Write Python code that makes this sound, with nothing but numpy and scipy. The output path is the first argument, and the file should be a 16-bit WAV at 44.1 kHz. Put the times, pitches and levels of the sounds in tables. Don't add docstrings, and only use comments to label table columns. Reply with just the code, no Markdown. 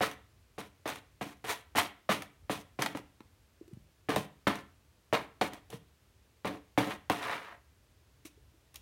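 import sys
import numpy as np
from scipy import signal
from scipy.fft import rfft, irfft
from scipy.io import wavfile
from scipy.ndimage import uniform_filter1d

SR = 44100
rng = np.random.default_rng(int(sys.argv[2]) if len(sys.argv) > 2 else 0)


def transcribe(signal):
    frames = np.atleast_2d(signal).T
    limited = np.clip(frames, -1, 1)
    pcm = np.round(limited * 32767).astype(np.int16)
    wavfile.write(sys.argv[1], SR, pcm)


N = 388521

# pitch in Hz, strength in dB, time to fade by 60 dB in seconds.
WALL_MODES = [(107, -19.5, 0.19), (158, -9.5, 0.45), (201.3, -0.5, 0.1013), (283.8, 7, 0.069),
              (452, -7, .11), (606, -1, 0.037), (717.4, -1, 0.055), (889, -9.5, 0.026), (1028, -10, 0.076),
              (1163, -11, 0.04), (1254, -21, .09), (1599, -13.5, 0.062), (1720, -9, 0.041),
              (2040, -21, .08), (2507, -17.5, 0.041), (2800, -15.5, 0.051), (3000, -16.5, 0.034)]
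# frequency in Hz, relative level in dB.
BOARD_COLOUR = [(350, -26), (650, 2.5), (950, 4.5), (1450, 0), (2100, -0.5), (2800, -5.5), (3800, -7),
                (5500, -19), (12000, -56)]
# frequency in Hz, relative level in dB.
PAPER_COLOUR = [(1200, -23), (2200, -1), (3500, -1), (4800, -7), (6000, -2), (7500, -6.5), (9500, -4),
                (11000, -7.5), (13000, -8.5), (15500, -12), (18000, -5)]


def undb(db):
    return 10 ** (np.asarray(db) / 20)


def unit(x):
    return x / np.sqrt(np.mean(x ** 2))


def add(out, start_s, x):
    i = int(start_s * SR)
    out[i:i + len(x)] += x[:N - i]


def fade(t60, length_s):
    t = np.arange(int(length_s * SR)) / SR
    return np.exp(-np.log(1000) * t / max(t60, .001))


def colour(x, shape, size=4096):
    hz, db = np.transpose(shape)
    grid = np.maximum(np.arange(size // 2 + 1) * SR / size, 1)
    log_gain = np.interp(np.log(grid), np.log(hz), db) * np.log(10) / 20
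    cepstrum = irfft(log_gain)
    cepstrum[1:size // 2] *= 2
    cepstrum[size // 2 + 1:] = 0
    response = irfft(np.exp(rfft(cepstrum)))
    return signal.fftconvolve(x, response)[:len(x)]


def blows(ring_db=5.5):
    # start in seconds, slap level in dB, boost of the low drum tones
    # against the upper ones in dB, contact time of the pad in ms.
    landings = [(0.007, -26, -7, 0.16), (0.58, -37.5, -11, 1), (0.856, -36.5, -7, 0.52),
                (1.211, -34.5, 0, 0.23), (1.442, -41, -21, 1), (1.751, -32, -7, 0.23),
                (2.091, -23.5, -8, 0.52), (2.496, -27, -7.5, 0.45), (2.789, -33.5, -5, 0.27),
                (2.95, -33, 4.5, 0.3), (4.087, -29, -18, 0.36), (4.162, -24.5, 3, 0.49),
                (4.469, -21, 13.5, 0.32), (5.127, -20.5, -10, 0.88), (5.413, -23, -12, 1),
                (5.728, -40.5, -2, 0.45), (6.447, -29, -39, 1), (6.776, -19, -0.5, 0.38),
                (7.099, -22.5, -7.5, 1)]
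    out = np.zeros(N)
    spots = rng.standard_normal((len(landings), len(WALL_MODES)))
    for (start_s, db, drum_db, contact_ms), spot in zip(landings, spots):
        ring = wall_ring(drum_db, contact_ms, spot)
        add(out, start_s, undb(db + ring_db) * ring / np.abs(ring).max())
        add(out, start_s, undb(db) * slap())
    return out


def slap(from_hz=2200, to_hz=480, fall_s=0.00108, t60=0.028):
    t = np.arange(int(.03 * SR)) / SR
    hz = to_hz + (from_hz - to_hz) * np.exp(-t / fall_s)
    return np.sin(2 * np.pi * np.cumsum(hz) / SR) * fade(t60, .03)


def wall_ring(drum_db, contact_ms, spot, crawl=0.054):
    drum_hz, longest_ring_s, detune = 360, .16, .008
    t = np.arange(int(.4 * SR)) / SR
    out = 0
    for (hz, db, t60), luck in zip(WALL_MODES, spot):
        delay_s = crawl / np.sqrt(hz) - crawl / np.sqrt(WALL_MODES[-1][0])
        late = np.maximum(t - delay_s, 0)
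        soft = 1 / (1 + (hz * contact_ms / 1000) ** 2)
        gain = undb(db + 5.3 * luck + drum_db * (hz < drum_hz)) * soft
        tone = np.sin(2 * np.pi * hz * (1 + detune * luck) * late)
        out = out + gain * tone * np.exp(-np.log(1000) * late / min(t60, longest_ring_s))
    return out


def scrapes_and_rustles(modes_db=-7.0, rasp_hz=2300, sharp=0.43, plain_db=-9.5, wander_db=1.5):
    # start in seconds, time to swell to the dig peak in seconds, dig peak in dB,
    # starting slide level in dB, contact time in seconds, starting paper level against the board in dB,
    # drumming against the slide in dB. The last two rows are brief rustles as the cat moves.
    rubs = [(0.01, 0.025, -26, -40.5, 0.13, -12, 0.5), (0.582, 0.01, -42.5, -50.5, 0.095, -9, 4.5),
            (0.856, 0.034, -34.5, -39, 0.13, -11, -0.5), (1.212, 0.0055, -42.5, -44.5, 0.12, -8.5, 3),
            (1.441, 0.063, -30, -41.5, .17, -9, -6.5), (1.755, 0.031, -24, -35.5, 0.12, -8, 3.5),
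            (2.09, 0.027, -26, -41, 0.17, -10, 6.5), (2.496, 0.021, -36.5, -44, 0.12, -5.5, 4),
            (2.79, 0.039, -33, -40, 0.14, -11.5, 6), (2.948, 0.017, -57, -51, 0.046, -6, 11),
            (4.09, 0.0035, -31.5, -33, 0.079, -14, 3), (4.165, 0.017, -42, -47.5, 0.089, -6, 6.5),
            (4.47, 0.0027, -23, -33.5, 0.14, -18, 1.5), (5.127, 0.018, -26, -37.5, 0.12, -18, 1),
            (5.411, 0.0074, -27.5, -35, 0.07, -13.5, 0.5), (5.521, 0.024, -51, -54.5, 0.065, -14, 2.5),
            (5.7, 0.037, -55, -60.5, 0.074, -1.5, 8.5), (6.447, .026, -35, -39, 0.128, -18, 7),
            (6.777, 0.0071, -26.5, -32, 0.097, -14, 1), (6.871, 0.042, -37, -40.5, 0.089, -14.5, 3),
            (7.102, 0.017, -36, -35, 0.093, -12.5, -3.5), (8.25, 0.0085, -58, -67, 0.03, 5.5, 4),
            (8.74, 0.016, -66, -71, 0.043, 0, 3)]
    # time in seconds, claws on board in dB,
    # paper against the claws in dB.
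    slow_drag = [(7.18, -54, -17), (7.222, -40.5, -13), (7.236, -38, -14.5), (7.345, -37.5, -15.5),
                 (7.406, -49, -15.5), (7.53, -52.5, -19), (7.575, -65.5, -30), (7.6, -85, -28)]
    dig_rise, dig_fall = 455.5, 419.5
    slide_sag, lift, touch_s = 142, 593, .0013
    paper_gain, paper_lift = 58.5, 601

    centre = np.zeros(len(WALL_MODES))
    claws = slips(1200, 3.04, 0.028)
    claw_ring = unit(signal.fftconvolve(claws, wall_ring(-29.5, 0.24, centre))[:N])
    board = unit(unit(colour(claws, BOARD_COLOUR)) + undb(modes_db) * claw_ring)
    dull = signal.sosfiltfilt(signal.butter(2, rasp_hz, fs=SR, output="sos"), board)
    rasp = board - dull
    steps = np.repeat(rng.standard_normal(N // 512 + 1), 512)
    wander = wander_db * unit(uniform_filter1d(steps, size=512))
    paper = unit(colour(slips(1700, 2.1, 0.0096), PAPER_COLOUR))
    drum = unit(signal.fftconvolve(slips(900, 1.2, 0.01), wall_ring(-3, 0.89, centre))[:N])

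    def rub_sound(i, paper_db):
        rasp_db = np.clip(sharp * (paper_db - plain_db), -12, 6) + wander[i]
        return dull[i] + undb(rasp_db) * rasp[i] + undb(paper_db) * paper[i]

    out = np.zeros(N)
    for start_s, swell_s, dig_db, slide_db, contact_s, paper_db, drum_db in rubs:
        i = np.arange(int(start_s * SR), min(int(start_s * SR) + SR // 2, N))
        t = i / SR - start_s
        lifted_s = np.maximum(t - contact_s, 0)
        touch = np.minimum(t / touch_s, 1) * undb(-lift * lifted_s)
        before_peak, after_peak = np.maximum(swell_s - t, 0), np.maximum(t - swell_s, 0)
        dig = undb(dig_db - dig_rise * before_peak - dig_fall * after_peak)
        slide = undb(slide_db - slide_sag * t)
        rustle_db = paper_db + paper_gain * np.minimum(t, contact_s) - paper_lift * lifted_s
        rubbing = np.hypot(dig, slide) * rub_sound(i, rustle_db)
        out[i] += touch * (rubbing + slide * undb(drum_db) * drum[i])

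    s, drag_db, paper_db = np.transpose(slow_drag)
    i = np.arange(int(s[0] * SR), int(s[-1] * SR))
    band = signal.butter(2, (1020, 2360), "band", fs=SR, output="sos")
    coarse = unit(signal.sosfiltfilt(band, board))[i]
    drag = rub_sound(i, np.interp(i / SR, s, paper_db)) + undb(-11) * coarse + undb(-18) * drum[i]
    out[i] += undb(np.interp(i / SR, s, drag_db)) * drag
    return out


def slips(rate, spread_db, smear_s):
    chance = rng.random((2, N))
    rarity = np.minimum(-np.log(1 - chance[1]), 4)
    power = (chance[0] < rate / SR) * undb(2 * spread_db * rarity)
    smeared = signal.fftconvolve(power, fade(smear_s, .05) ** 2)[:N]
    return np.sqrt(np.abs(smeared)) * rng.standard_normal(N)


def snaps_and_ticks(snap_s=.022, knock_s=.035):
    # start in seconds, snap level in dB, knock against the snap in dB.
    # Mostly claw snags on the label; 3.679 and 3.735 s are faint claw ticks on the floor,
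    # and the last three rows are short rustling ticks as the cat moves.
    ticks = [(0.1132, -38, 0.5), (0.6038, -39, -15), (0.8767, -31, 4.5), (0.9576, -38, 2.5),
             (1.2263, -38.5, 7), (1.287, -46, -12), (1.311, -59, -10), (1.37, -56, -17),
             (1.495, -35.5, -12), (2.2217, -32, -1.5), (2.821, -19.5, -1), (2.8604, -25, 5),
             (2.972, -33.5, 1), (3.205, -55.5, 12.5), (3.679, -53.5, -13), (3.735, -53, -15),
             (4.1025, -35, 14), (4.1608, -21, -5), (4.1796, -46, 9.5), (4.4784, -29, 5), (4.556, -35, -12),
             (5.1334, -29.5, -1), (5.534, -36, -7), (5.7031, -38, -22), (5.7573, -46, -16),
             (6.4554, -37, -18), (6.4754, -33, -16), (7.098, -27.5, 10.5), (7.228, -44, 12),
             (8.2545, -37.5, -14.5), (8.7432, -42.5, -9), (8.758, -32.5, -18)]
    out = np.zeros(N)
    noises = rng.standard_normal((len(ticks), 2, int(.05 * SR)))
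    for (start_s, db, knock_db), noise in zip(ticks, noises):
        snap = colour(noise[0] * fade(snap_s, .05), PAPER_COLOUR)
        knock = colour(noise[1] * fade(knock_s, .05), BOARD_COLOUR)
        both = snap / np.abs(snap).max() + undb(knock_db) * knock / np.abs(knock).max()
        add(out, start_s, undb(db) * both)
    return out


def thuds(rise_s=0.0021):
    # start in seconds, level in dB, pitch in Hz, time to fade by 60 dB in seconds.
    floor_hits = [(3.205, -41.5, 278, 0.012), (3.611, -39.5, 340, 0.024), (3.677, -50, 352, 0.05),
                  (3.711, -50.5, 355, 0.06), (3.73, -34.5, 126, 0.019), (3.771, -38, 140.6, 0.0095),
                  (5.738, -35.5, 151, 0.047), (8.251, -44, 315, 0.042), (8.374, -57, 413, 0.03),
                  (8.539, -60, 330, 0.045)]
    out = np.zeros(N)
    t = np.arange(int(.2 * SR)) / SR
    for start_s, db, hz, t60 in floor_hits:
        shape = (1 - np.exp(-t / rise_s)) ** 2 * fade(t60, .2)
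        add(out, start_s, undb(db) * shape / shape.max() * np.sin(2 * np.pi * hz * t))
    return out


def room(x, tail_db=-14, echo_ms=9.3, echo_db=-12.5):
    # frequency in Hz, time for the tail to fade by 60 dB in seconds.
    decay = [(100, 0.42), (400, 0.32), (1500, 0.41), (5000, 0.15), (12000, 0.34)]
    decay_hz, decay_s = np.transpose(decay)
    tail = 0
    for hz in 60 * 2. ** np.arange(8):
        t60 = np.interp(np.log(hz), np.log(decay_hz), decay_s)
        octave = signal.butter(2, [hz, 2 * hz], "band", fs=SR, output="sos")
        tail = tail + signal.sosfilt(octave, rng.standard_normal(int(.6 * SR))) * fade(t60, .6)
    answer = np.zeros(SR)
    add(answer, echo_ms / 1000, undb(tail_db) * tail / np.sqrt(np.sum(tail ** 2)))
    answer[int(echo_ms / 1000 * SR)] += undb(echo_db)
    return x + signal.fftconvolve(x, answer)[:N]


def quiet(level_db=-64.5, waver_db=2.0, rumble_hz=200):
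    # frequency in Hz, relative level in dB.
    background = [(18, -62.5), (30, -37), (49, -8), (71, -4.5), (131, -12.5), (161, -21), (404, -24.5),
                  (437, -25), (632, -27.5), (721, -30), (2750, -33.5), (16000, -43.5)]
    k = SR // 8
    steps = np.repeat(rng.standard_normal(N // k + 1), k)
    waver = unit(uniform_filter1d(steps, k)[:N])
    air = unit(colour(rng.standard_normal(N), background, size=16384))
    rumble = signal.sosfiltfilt(signal.butter(2, rumble_hz, fs=SR, output="sos"), air)
    hiss = air - rumble
    return undb(level_db) * (hiss + undb(waver_db * waver) * rumble)


def scene():
    near = room(blows() + scrapes_and_rustles() + snaps_and_ticks() + thuds())
    bass_cut = signal.butter(3, 109.5, "high", fs=SR, output="sos")
    thin = signal.sosfilt(bass_cut, near)
    return (thin + quiet())[None]


def record(dry):
    top_cut = signal.ellip(10, .2, 70, 15900, fs=SR, output="sos")
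    return signal.sosfilt(top_cut, dry)


dry = scene()
out = record(dry)
transcribe(out)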